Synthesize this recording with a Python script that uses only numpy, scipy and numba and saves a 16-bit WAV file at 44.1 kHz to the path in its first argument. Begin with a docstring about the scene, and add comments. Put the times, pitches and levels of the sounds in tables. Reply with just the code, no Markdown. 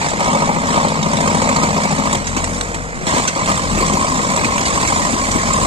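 """A diesel tractor drags a stone crusher over a stony field, a few metres away.
At first it feeds steadily: four rows of hammers pound stones against a steel hood, whose modes boom and
clatter while grit sprays inside; big stones are hit once a turn until they break. Soon after 2 s the
crusher is lifted, the load falls and the engine runs free. Just after 3 s it drops back; the engine
sags, recovers by about 4 s and works on through looser stones."""
import sys
import numpy as np
from scipy import signal
from scipy.fft import rfft, irfft, next_fast_len
from scipy.io import wavfile
from scipy.ndimage import uniform_filter1d
from numba import njit

SR = 44100
rng = np.random.default_rng(int(sys.argv[2]) if len(sys.argv) > 2 else 0)


def output_pcm(signal):
    """Save a mono or channel-first signal as 16-bit PCM at the path in sys.argv[1].

    Samples are clipped to [-1, 1] before scaling.
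    """
    pcm = np.clip(np.atleast_2d(signal).T, -1, 1) * 32767
    wavfile.write(sys.argv[1], SR, np.round(pcm).astype(np.int16))


N = 249606
TIME = np.arange(N) / SR

# Levels in the tables are relative; each layer has its own further gain.
# load on the rotor against steady work: t/s, level/dB
ROTOR_LOAD = [(0, 1), (.185, -5), (.205, 1), (.6, -2.5), (.74, 5), (1.0, -1.5), (1.3, 2.5), (2.15, -1),
              (2.22, -7.5), (2.55, -6), (2.93, -18.5), (3.06, -12), (3.075, 0), (3.19, 1.5), (3.32, -8.5),
              (3.5, 2), (3.66, -3), (3.82, 1.5), (4.25, 0.5), (5.3, -1), (5.66, 1)]
# stone bed: t/s, evenness (share of the boom that repeats every turn), cavity resonance f/Hz
STONE_BED = [(0, 0.45, 934), (1.0, 0.88, 966), (2.05, 0.91, 968), (2.4, 0.18, 957), (3.15, 0.15, 970),
             (3.6, 0.23, 1045), (4.4, 0, 993), (5.66, 0, 1030)]
# hammer rows: angle/turns, boom level/dB, knock level/dB, grit level/dB
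HAMMER_ROWS = [(.18, 0, -.5, -.5), (.37, -1.5, -1.5, .5), (.605, 1, -1, 0), (.86, 0, 2, 0)]
# uneven bite of the rotor: t/s, modulation depth (0-1)
BITE_DEPTH = [(0, .28), (.95, .35), (1.2, .1), (1.65, .12), (1.8, .42), (2.15, .42), (2.4, .05),
              (5.66, .05)]
# big stones: first blow t/s, stay in the rotor t/s, bang level/dB, thud level/dB, chip level/dB
BIG_STONE_HITS = [(.196, .03, -6.5, -11, -19), (.257, .25, -13, -18, -26), (.277, .33, -9.5, -15, -24),
                  (.704, .18, -12, -17, -24), (1.061, .03, -12, -15, -21), (1.132, .54, -11.5, -18, -12.5),
                  (1.624, .03, -11, -10, -17), (1.764, .4, -13, -9, -18), (2.365, .03, -10, -7.5, -17),
                  (2.745, .03, -16, -17, -21), (3.068, .11, -12, -9, -16), (3.169, .03, -16, -6, -18),
                  (3.36, .03, -10, -13, -18), (3.401, .11, -14, -26, -20), (3.485, .03, -13, -7, -20),
                  (3.776, .03, -20, -4, -23), (3.809, .03, -17, -4.5, -20), (3.935, .03, -16, -4, -19),
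                  (4.3, .11, -15, -8, -18), (4.452, .03, -24, -8, -26), (4.592, .03, -22, -8, -26),
                  (4.607, .47, -16.5, -18, -16), (4.805, .03, -22, -9, -26), (5.13, .03, -21, -5, -22),
                  (5.278, .03, -21, -7, -22), (5.351, .03, -26, -1.5, -26), (5.475, .03, -15, -22, -21),
                  (5.55, .11, -24, -7, -24)]
# rotor harmonics that drone in the hood: multiple of the turning rate, level/dB
ROTOR_ORDERS = [(8, -4.5), (10, -28), (11, -0.5), (13, -15), (14, -5.5), (15, 5), (16, -19), (17, -21),
                (18, 0.5), (19, -3)]
# low panel modes of the hood: f/Hz, bandwidth/Hz, level/dB
PANEL_MODES = [(106, 86, -11.5), (163.9, 13, 1), (205.6, 35.7, -1), (256, 54.6, -1.5), (316, 73, -9)]
# upper modes of the hood: f/Hz, bandwidth/Hz, level/dB
CLATTER_MODES = [(310, 210, -6.5), (474, 94, 0.5), (559, 47.5, 6.5), (785, 217, -1.5), (781, 36, 0),
                 (1230, 173, -0.5), (2255, 38, -1)]
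# modes of the scraped hood wall: f/Hz, bandwidth/Hz, level/dB
WALL_MODES = [(420, 104, -4), (596, 160, 1), (807, 170, -2)]
# spectrum of breaking stone: f/Hz, level/dB
STONE_SPECTRUM = [(500, -4), (1000, -10), (1500, 2.5), (2100, 6.5), (2600, -6), (3800, -4), (5200, -6),
                  (6400, -8.5), (7400, -4), (8300, -5.5), (9100, -11), (10000, -29.5), (13000, -29),
                  (15000, -57)]
# grit spray below and above its crossover: t/s, coarse level/dB, fine level/dB
SPRAY_LEVELS = [(0, 1.5, 0), (.6, -0.5, -1), (.9, 0, -1.5), (1.5, 0.5, 1), (2.1, 1, 0.5), (2.5, -3.5, 1),
                (2.95, -1, 1.5), (3.15, 0.5, 1), (3.85, -2.5, 0), (4.15, -3.5, -0.5), (4.5, -3, -2),
                (4.9, -0.5, 2.5), (5.2, -2.5, 0.5), (5.66, -2, .5)]
# stones that split: t/s, level/dB, ring f/Hz, decay t/s
SPLITS = [(.087, -13, 7000, .005), (.104, -12, 7200, .004), (.884, -11, 3700, .007),
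          (1.028, -10, 3700, .006), (1.169, -10, 3900, .005), (1.564, -9, 3900, .004),
          (1.834, -11, 3000, .007), (2.128, -7, 7400, .006), (2.151, -6.5, 3170, .004),
          (2.269, -13, 6400, .018), (2.366, -13.5, 2900, .025), (2.442, -9, 6900, .006),
          (2.61, -2.5, 3900, .0022), (2.744, -14, 3100, .005), (3.067, -12, 3400, .014),
          (3.276, -8.5, 6300, .014), (3.277, -10, 2700, .012), (3.459, -10, 2820, .003),
          (3.501, -8, 3600, .003), (3.517, -6, 2260, .004), (3.575, -10, 7000, .004),
          (3.881, -11, 7300, .005), (4.362, -9, 7300, .005), (4.444, -7, 2300, .013),
          (4.579, -8, 2400, .007), (4.654, -9, 4200, .022), (4.873, -9, 7300, .008),
          (5.314, -6.5, 6550, .004), (5.534, -7, 7440, .003)]
# firing rate of the engine: t/s, f/Hz
FIRING_RATE = [(0.0, 43.9), (0.5, 44.55), (1.0, 44.45), (1.5, 44.28), (2.05, 42.82), (2.4, 43.9),
               (2.85, 47.27), (3.1, 45.9), (3.4, 37.91), (3.8, 42.66), (4.3, 43.48), (5.0, 43.23),
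               (5.66, 44.14)]
# exhaust note: t/s, fundamental level/dB, octave level/dB
EXHAUST_LEVELS = [(0.0, -39, -37), (0.05, -40, -43), (0.96, -38, -35), (0.99, -41, -54), (1.26, -36, -27),
                  (1.89, -36, -34), (2.46, -26.5, -26), (2.93, -32, -42), (3.29, -51, -38),
                  (3.8, -23, -26.5), (4.13, -39, -39), (5.66, -28, -28)]
# ground scatter against the direct sound: f/Hz, level/dB
GROUND_SPECTRUM = [(50, -3.5), (300, -10), (600, -17), (1600, -7), (2100, -6), (2800, -1), (4200, 0.5),
                   (6000, 3.5), (14000, 0.5)]
# microphone ports, left minus right: f/Hz, level/dB
PORT_BALANCE = [(60, 5), (230, 4.5), (360, 11.5), (480, 0), (750, 3), (1100, 2.5), (1500, -1), (2100, -1),
                (2500, -13), (3300, -1), (3900, -2), (5500, -1.5), (7200, -12.5), (8600, -1)]

# load laws: level/dB at steady load, slope/(dB per dB of load), level/dB added on an even bed
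BOOM_LAW, CLATTER_LAW = (-23.5, 0.81, 2.5), (-23, 1.09, -0.35)
GRIND_LAW, GRIT_LAW = (-34.5, 1.0, 6.9), (-24, 0.76, -5)
FIRINGS_PER_TURN, BITE_TURNS = 3.1685, .85
KNOCK_DB, FRAGMENT_DB = 15.3, -9.5  # against a big stone's bang level
SPRAY_CROSSOVER_HZ, PORT_LAG_S, TOP_HZ = 5300, .00027, 14800


def hood_boom(turns, big):
    """Forced vibration: periodic blows on an even bed make the panels drone; loose stones break the beat."""
    boom_db = work_db(BOOM_LAW)
    evenness = curves(STONE_BED)[0]
    blow_s, _, thud_db, _ = big
    blows = hammer_blows(turns, "boom", scatter_db=0, slip_turns=.00053)
    drone = sum(undb(db + wander(3)) * np.sin(2 * np.pi * (order * turns + rng.random()))
                for order, db in ROTOR_ORDERS)
    beat = unit(unit(drone) + undb(-2.5) * unit(ring(blows, PANEL_MODES)))
    # the beat swells after every blow on a big stone
    pound = uniform_filter1d(fade(impulses(blow_s, np.ones(len(blow_s))), decay_s=.025), size=600)
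    beat *= (.87 + .15 * pound) * chug(turns)
    loose = grains(per_s=2000, spread_db=2) * (unit(fade(blows, decay_s=.087)) + .97)
    tumble = undb(-1.3) * unit(ring(loose, PANEL_MODES))
    boom = (np.sqrt(evenness) * beat + np.sqrt(1 - evenness) * tumble) * undb(boom_db)
    # a heavy stone dents the hood for a moment, then leaves the panels ringing
    knocks = impulses(blow_s, undb(thud_db))
    dents = rng.standard_normal(N) * fade(knocks, decay_s=.018)
    thuds = undb(37.5) * ring(knocks, PANEL_MODES) + undb(.5) * ring(dents, [(295, 320, 0)])
    jolts = grains(per_s=550, spread_db=2)
    rumble = unit(colour(jolts, [(20, -14), (35, 10), (65, 19), (130, 12), (250, -29)]))
    return boom + thuds + rumble * undb(boom_db - 12.5) * (1.3 - evenness)


def hood_clatter(turns, big):
    """Impact excitation: hammer knocks, rattling stones and big bangs ring the hood's upper modes."""
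    gain = undb(work_db(CLATTER_LAW))
    evenness, cavity_hz = curves(STONE_BED)
    knock_share = np.interp(evenness, [0, 1], [.12, .68])
    blow_s, bang_db, _, _ = big
    blows = hammer_blows(turns, "knock", scatter_db=.9, slip_turns=.004)
    loose = grains(per_s=7000, spread_db=.6) * unit(unit(fade(blows, decay_s=.009)) + .35)
    knocks = unit(delayed(blows, lag_s=.000983))
    rattle = (np.sqrt(knock_share) * knocks + np.sqrt(1 - knock_share) * loose * chug(turns)) * gain
    bangs = impulses(blow_s, undb(bang_db))
    fragments = grains(per_s=10000, spread_db=.5) * fade(bangs, decay_s=.033)
    rattle += undb(KNOCK_DB) * bangs + undb(FRAGMENT_DB) * fragments
    # the cavity between hood and ground rings a little higher as the rotor digs in
    cavity = undb(6.5) * resonator(rattle, cavity_hz, width_hz=94.0)
    # loose stones ring a lightly damped plate of the housing
    plate = ring(loose * gain * (1 - .34 * evenness), [(1080.6, 23.6, 8)])
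    steel = ring(rattle, CLATTER_MODES) - cavity - plate
    spectrum = [(100, -12), (300, -4.5), (1250, 1), (1600, -49), (2200, -2.5), (3000, -10.5), (9000, -29)]
    return undb(13.5) * colour(steel, spectrum)


def hood_grind(turns):
    """Friction: each hammer row drags stones along the hood wall in a short, throaty scrape."""
    blows = hammer_blows(turns, "knock", scatter_db=1.5, slip_turns=.002)
    drag = unit(fade(blows, decay_s=.006))
    scrape = grains(per_s=12000, spread_db=.5) * (drag + .35) * chug(turns)
    wall = colour(ring(scrape, WALL_MODES), [(200, -20), (380, 0), (950, 0), (1500, -30)])
    return unit(wall) * undb(work_db(GRIND_LAW))


def grit_spray(turns, big):
    """Shot noise: tiny impacts merge into a hiss that surges at each row; big stones shed bright chips."""
    blow_s, _, _, chip_db = big
    coarse_db, fine_db = curves(SPRAY_LEVELS)
    blows = hammer_blows(turns, "grit", scatter_db=1.2, slip_turns=.008)
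    surge = unit(fade(blows, decay_s=.007))
    grit = grains(per_s=40000, spread_db=.1) * unit(surge + 2.1) * undb(work_db(GRIT_LAW) + 2)
    chip_bursts = fade(impulses(blow_s, undb(chip_db - 6)), decay_s=.009)
    chips = grains(per_s=25000, spread_db=.5) * chip_bursts
    coarse = grit * undb(coarse_db) + chips
    fine = grit * undb(fine_db) + chips * undb(2)
    lowpass = signal.butter(4, SPRAY_CROSSOVER_HZ, fs=SR, output="sos")
    return undb(5.5) * colour(fine + signal.sosfiltfilt(lowpass, coarse - fine), STONE_SPECTRUM)


def cracks():
    """Brittle fracture: a stone splits with a bright snap and a crunch that rings at its own pitch."""
    crunch, bursts = grains(per_s=25000, spread_db=.5), np.zeros(N)
    for start_s, level_db, hz, decay_s in SPLITS:
        start = int(start_s * SR)
        span = np.arange(start, min(start + 4096, N))
        burst = undb(level_db) * crunch[span] * np.exp(-TIME[:len(span)] / decay_s)
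        ringing = resonator(burst, np.full(len(span), float(hz)), width_hz=.16 * hz)
        bursts[span] += burst + undb(5.5) * ringing
    times, levels_db, _, _ = np.transpose(SPLITS)
    snaps = crunch * fade(impulses(times, undb(levels_db - 25)), decay_s=.004)
    snaps = colour(snaps, [(500, -20), (3000, 0), (9000, -1), (14000, -13)])
    return undb(-4) * colour(bursts, STONE_SPECTRUM) + snaps


def hammer_blows(turns, layer, scatter_db, slip_turns):
    """Quasi-periodic impulse train: each row meets the bed once a turn, a little early or late."""
    blows = np.zeros(N)
    for angle, *levels_db in HAMMER_ROWS:
        db = levels_db[("boom", "knock", "grit").index(layer)]
        force, late = rng.standard_normal(size=(100, 2))[:int(turns[-1]) + 1].T
        times = np.interp(np.arange(len(late)) + angle + slip_turns * late, turns, TIME)
        blows += impulses(times, undb(db + scatter_db * force) * (times < TIME[-1]))
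    return blows


def big_blows(turns):
    """Repeated impact: a big stone is hit once a turn. Returns t/s and bang, thud and chip level/dB."""
    rows = []
    for start_s, stay_s, *levels_db in BIG_STONE_HITS:
        first, last = np.interp([start_s, start_s + stay_s], TIME, turns)
        for turn in np.arange(first, last):
            blow_db = np.array(levels_db) + rng.standard_normal()
            rows.append([np.interp(turn, turns, TIME), *blow_db])
    return np.transpose(rows)


def chug(turns):
    """Amplitude modulation: one side of the rotor bites deeper, so the work swells once a turn."""
    return 1 + curves(BITE_DEPTH)[0] * np.cos(2 * np.pi * (turns - BITE_TURNS))


def work_db(law):
    """Power law: a layer's level is linear in the load in dB, with an offset for the bed's evenness."""
    steady_db, slope, even_db = law
    return steady_db + slope * curves(ROTOR_LOAD)[0] + even_db * curves(STONE_BED)[0]


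def engine(firings):
    """Harmonic series: exhaust pulses hum; the rush of block, fan and gears throbs with the firings."""
    fundamental_db, octave_db = curves(EXHAUST_LEVELS)
    phase = 2 * np.pi * firings
    hum = undb(fundamental_db + wander(5.45)) * np.sin(phase)
    hum += undb(octave_db + .81 * wander(17)) * np.sin(2 * phase)
    for harmonic in range(3, 9):
        level_db = -46.5 - .67 * (harmonic + 1) + 8.2 * wander(15)
        hum += undb(level_db) * np.sin(harmonic * phase + 2 * np.pi * rng.random())
    throb = (1 + .3 * np.cos(phase)) * rng.standard_normal(N)
    rush = colour(throb, [(25, -21), (70, -2), (200, 2.5), (350, -15), (470, 3), (1000, -4),
                          (2000, -4.5), (5000, -49), (7800, -27), (10000, -55), (15000, -64)])
    return hum + undb(-27.5) * unit(rush)


def ground_scatter(x):
    """Multipath: stones strike all along the rotor, so paths over rough ground keep trading their share."""
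    rough = colour(x, GROUND_SPECTRUM)
    lags_s = rng.uniform(.0003, .005, size=16)
    shares = np.array([wander(60) for _ in lags_s])
    shares /= np.linalg.norm(shares, axis=0)
    return sum(share * delayed(rough, lag_s) for share, lag_s in zip(shares, lags_s))


def breeze():
    """Pressure fluctuation: light air flutters at one microphone port."""
    spectrum = [(10, -9), (25, -4), (60, -44), (150, 1), (1000, -68), (10000, -90)]
    return undb(-36 + 2.6 * wander(9.1)) * unit(colour(rng.standard_normal(N), spectrum))


def undb(db):
    """Level to amplitude ratio."""
    return 10 ** (np.asarray(db) / 20)


def unit(x):
    """Normalisation to rms 1."""
    return x / np.sqrt(np.mean(x ** 2))


def curves(table):
    """Linear interpolation of each column through time."""
    times, *columns = np.transpose(table)
    return [np.interp(TIME, times, column) for column in columns]


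def colour(x, points, power=1):
    """Zero-phase filtering by a spectrum (f/Hz, level/dB) raised to a power."""
    hz, db = np.transpose(points)
    size = next_fast_len(N + 4096)
    bins = np.maximum(np.fft.rfftfreq(size, 1 / SR), 1)
    gain = undb(power * np.interp(np.log(bins), np.log(hz), db))
    return irfft(rfft(x, size) * gain, size)[:N]


@njit
def resonator(x, hz, width_hz):
    """Second-order resonance whose centre may move; gain 1 at the centre."""
    y, band_state, low_state = np.empty(len(x)), 0., 0.
    for i in range(len(x)):
        step, damping = np.tan(np.pi * hz[i] / SR), width_hz / hz[i]
        band = (band_state + step * (x[i] - low_state)) / (1 + step * (step + damping))
        band_state = 2 * band - band_state
        low_state += 2 * step * band
        y[i] = damping * band
    return y


def ring(x, modes):
    """Superposition of modes (f/Hz, bandwidth/Hz, level/dB); neighbours swing opposite ways."""
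    return sum((-1) ** k * undb(db) * resonator(x, np.full(N, float(hz)), float(width))
               for k, (hz, width, db) in enumerate(modes))


def impulses(times, sizes):
    """Ideal impacts: one impulse at each time."""
    return np.bincount(np.clip(np.asarray(times) * SR, 0, N - 1).astype(int), sizes, N)


def fade(kicks, decay_s):
    """Exponential decay after each impulse."""
    return signal.lfilter([1], [1, -np.exp(-1 / (decay_s * SR))], kicks)


def grains(per_s, spread_db):
    """Shot noise: a hail of tiny collisions of unequal size; rms 1."""
    hits = rng.random(N) < per_s / SR
    size = np.minimum(rng.exponential(size=N), 4)
    sign = np.sign(rng.standard_normal(N))
    return unit(hits * sign * undb(spread_db * size))


def wander(per_s):
    """Smooth random fluctuation; rms 1."""
    hold = int(SR / per_s)
    steps = np.repeat(rng.standard_normal(N // hold + 1), hold)[:N]
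    return unit(uniform_filter1d(steps, hold))


def delayed(x, lag_s):
    """Pure delay, to the nearest sample."""
    return np.interp(np.arange(N) - np.round(lag_s * SR), np.arange(N), x, left=0)


def scene():
    """Superposition: the engine and the rotor geared to it reach the right port first, then the left."""
    firings = np.cumsum(curves(FIRING_RATE)[0]) / SR
    turns = firings / FIRINGS_PER_TURN
    big = big_blows(turns)
    tractor = engine(firings)
    hood = hood_boom(turns, big) + hood_grind(turns) + hood_clatter(turns, big)
    crusher = hood + grit_spray(turns, big) + cracks()
    return np.array([delayed(tractor + crusher, lag_s) + ground_scatter(crusher) + breeze()
                     for lag_s in (PORT_LAG_S, 0)])


def record(dry):
    """Transduction: each port colours the sound, saturation rounds the peaks, a low-pass cuts the top."""
    left = colour(dry[0], PORT_BALANCE, power=1 / 2)
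    right = colour(dry[1], PORT_BALANCE, power=-1 / 2)
    lowpass = signal.ellip(12, .2, 90, TOP_HZ, fs=SR, output="sos")
    return signal.sosfilt(lowpass, np.tanh([left, right]))


dry = scene()
out = record(dry)
output_pcm(out)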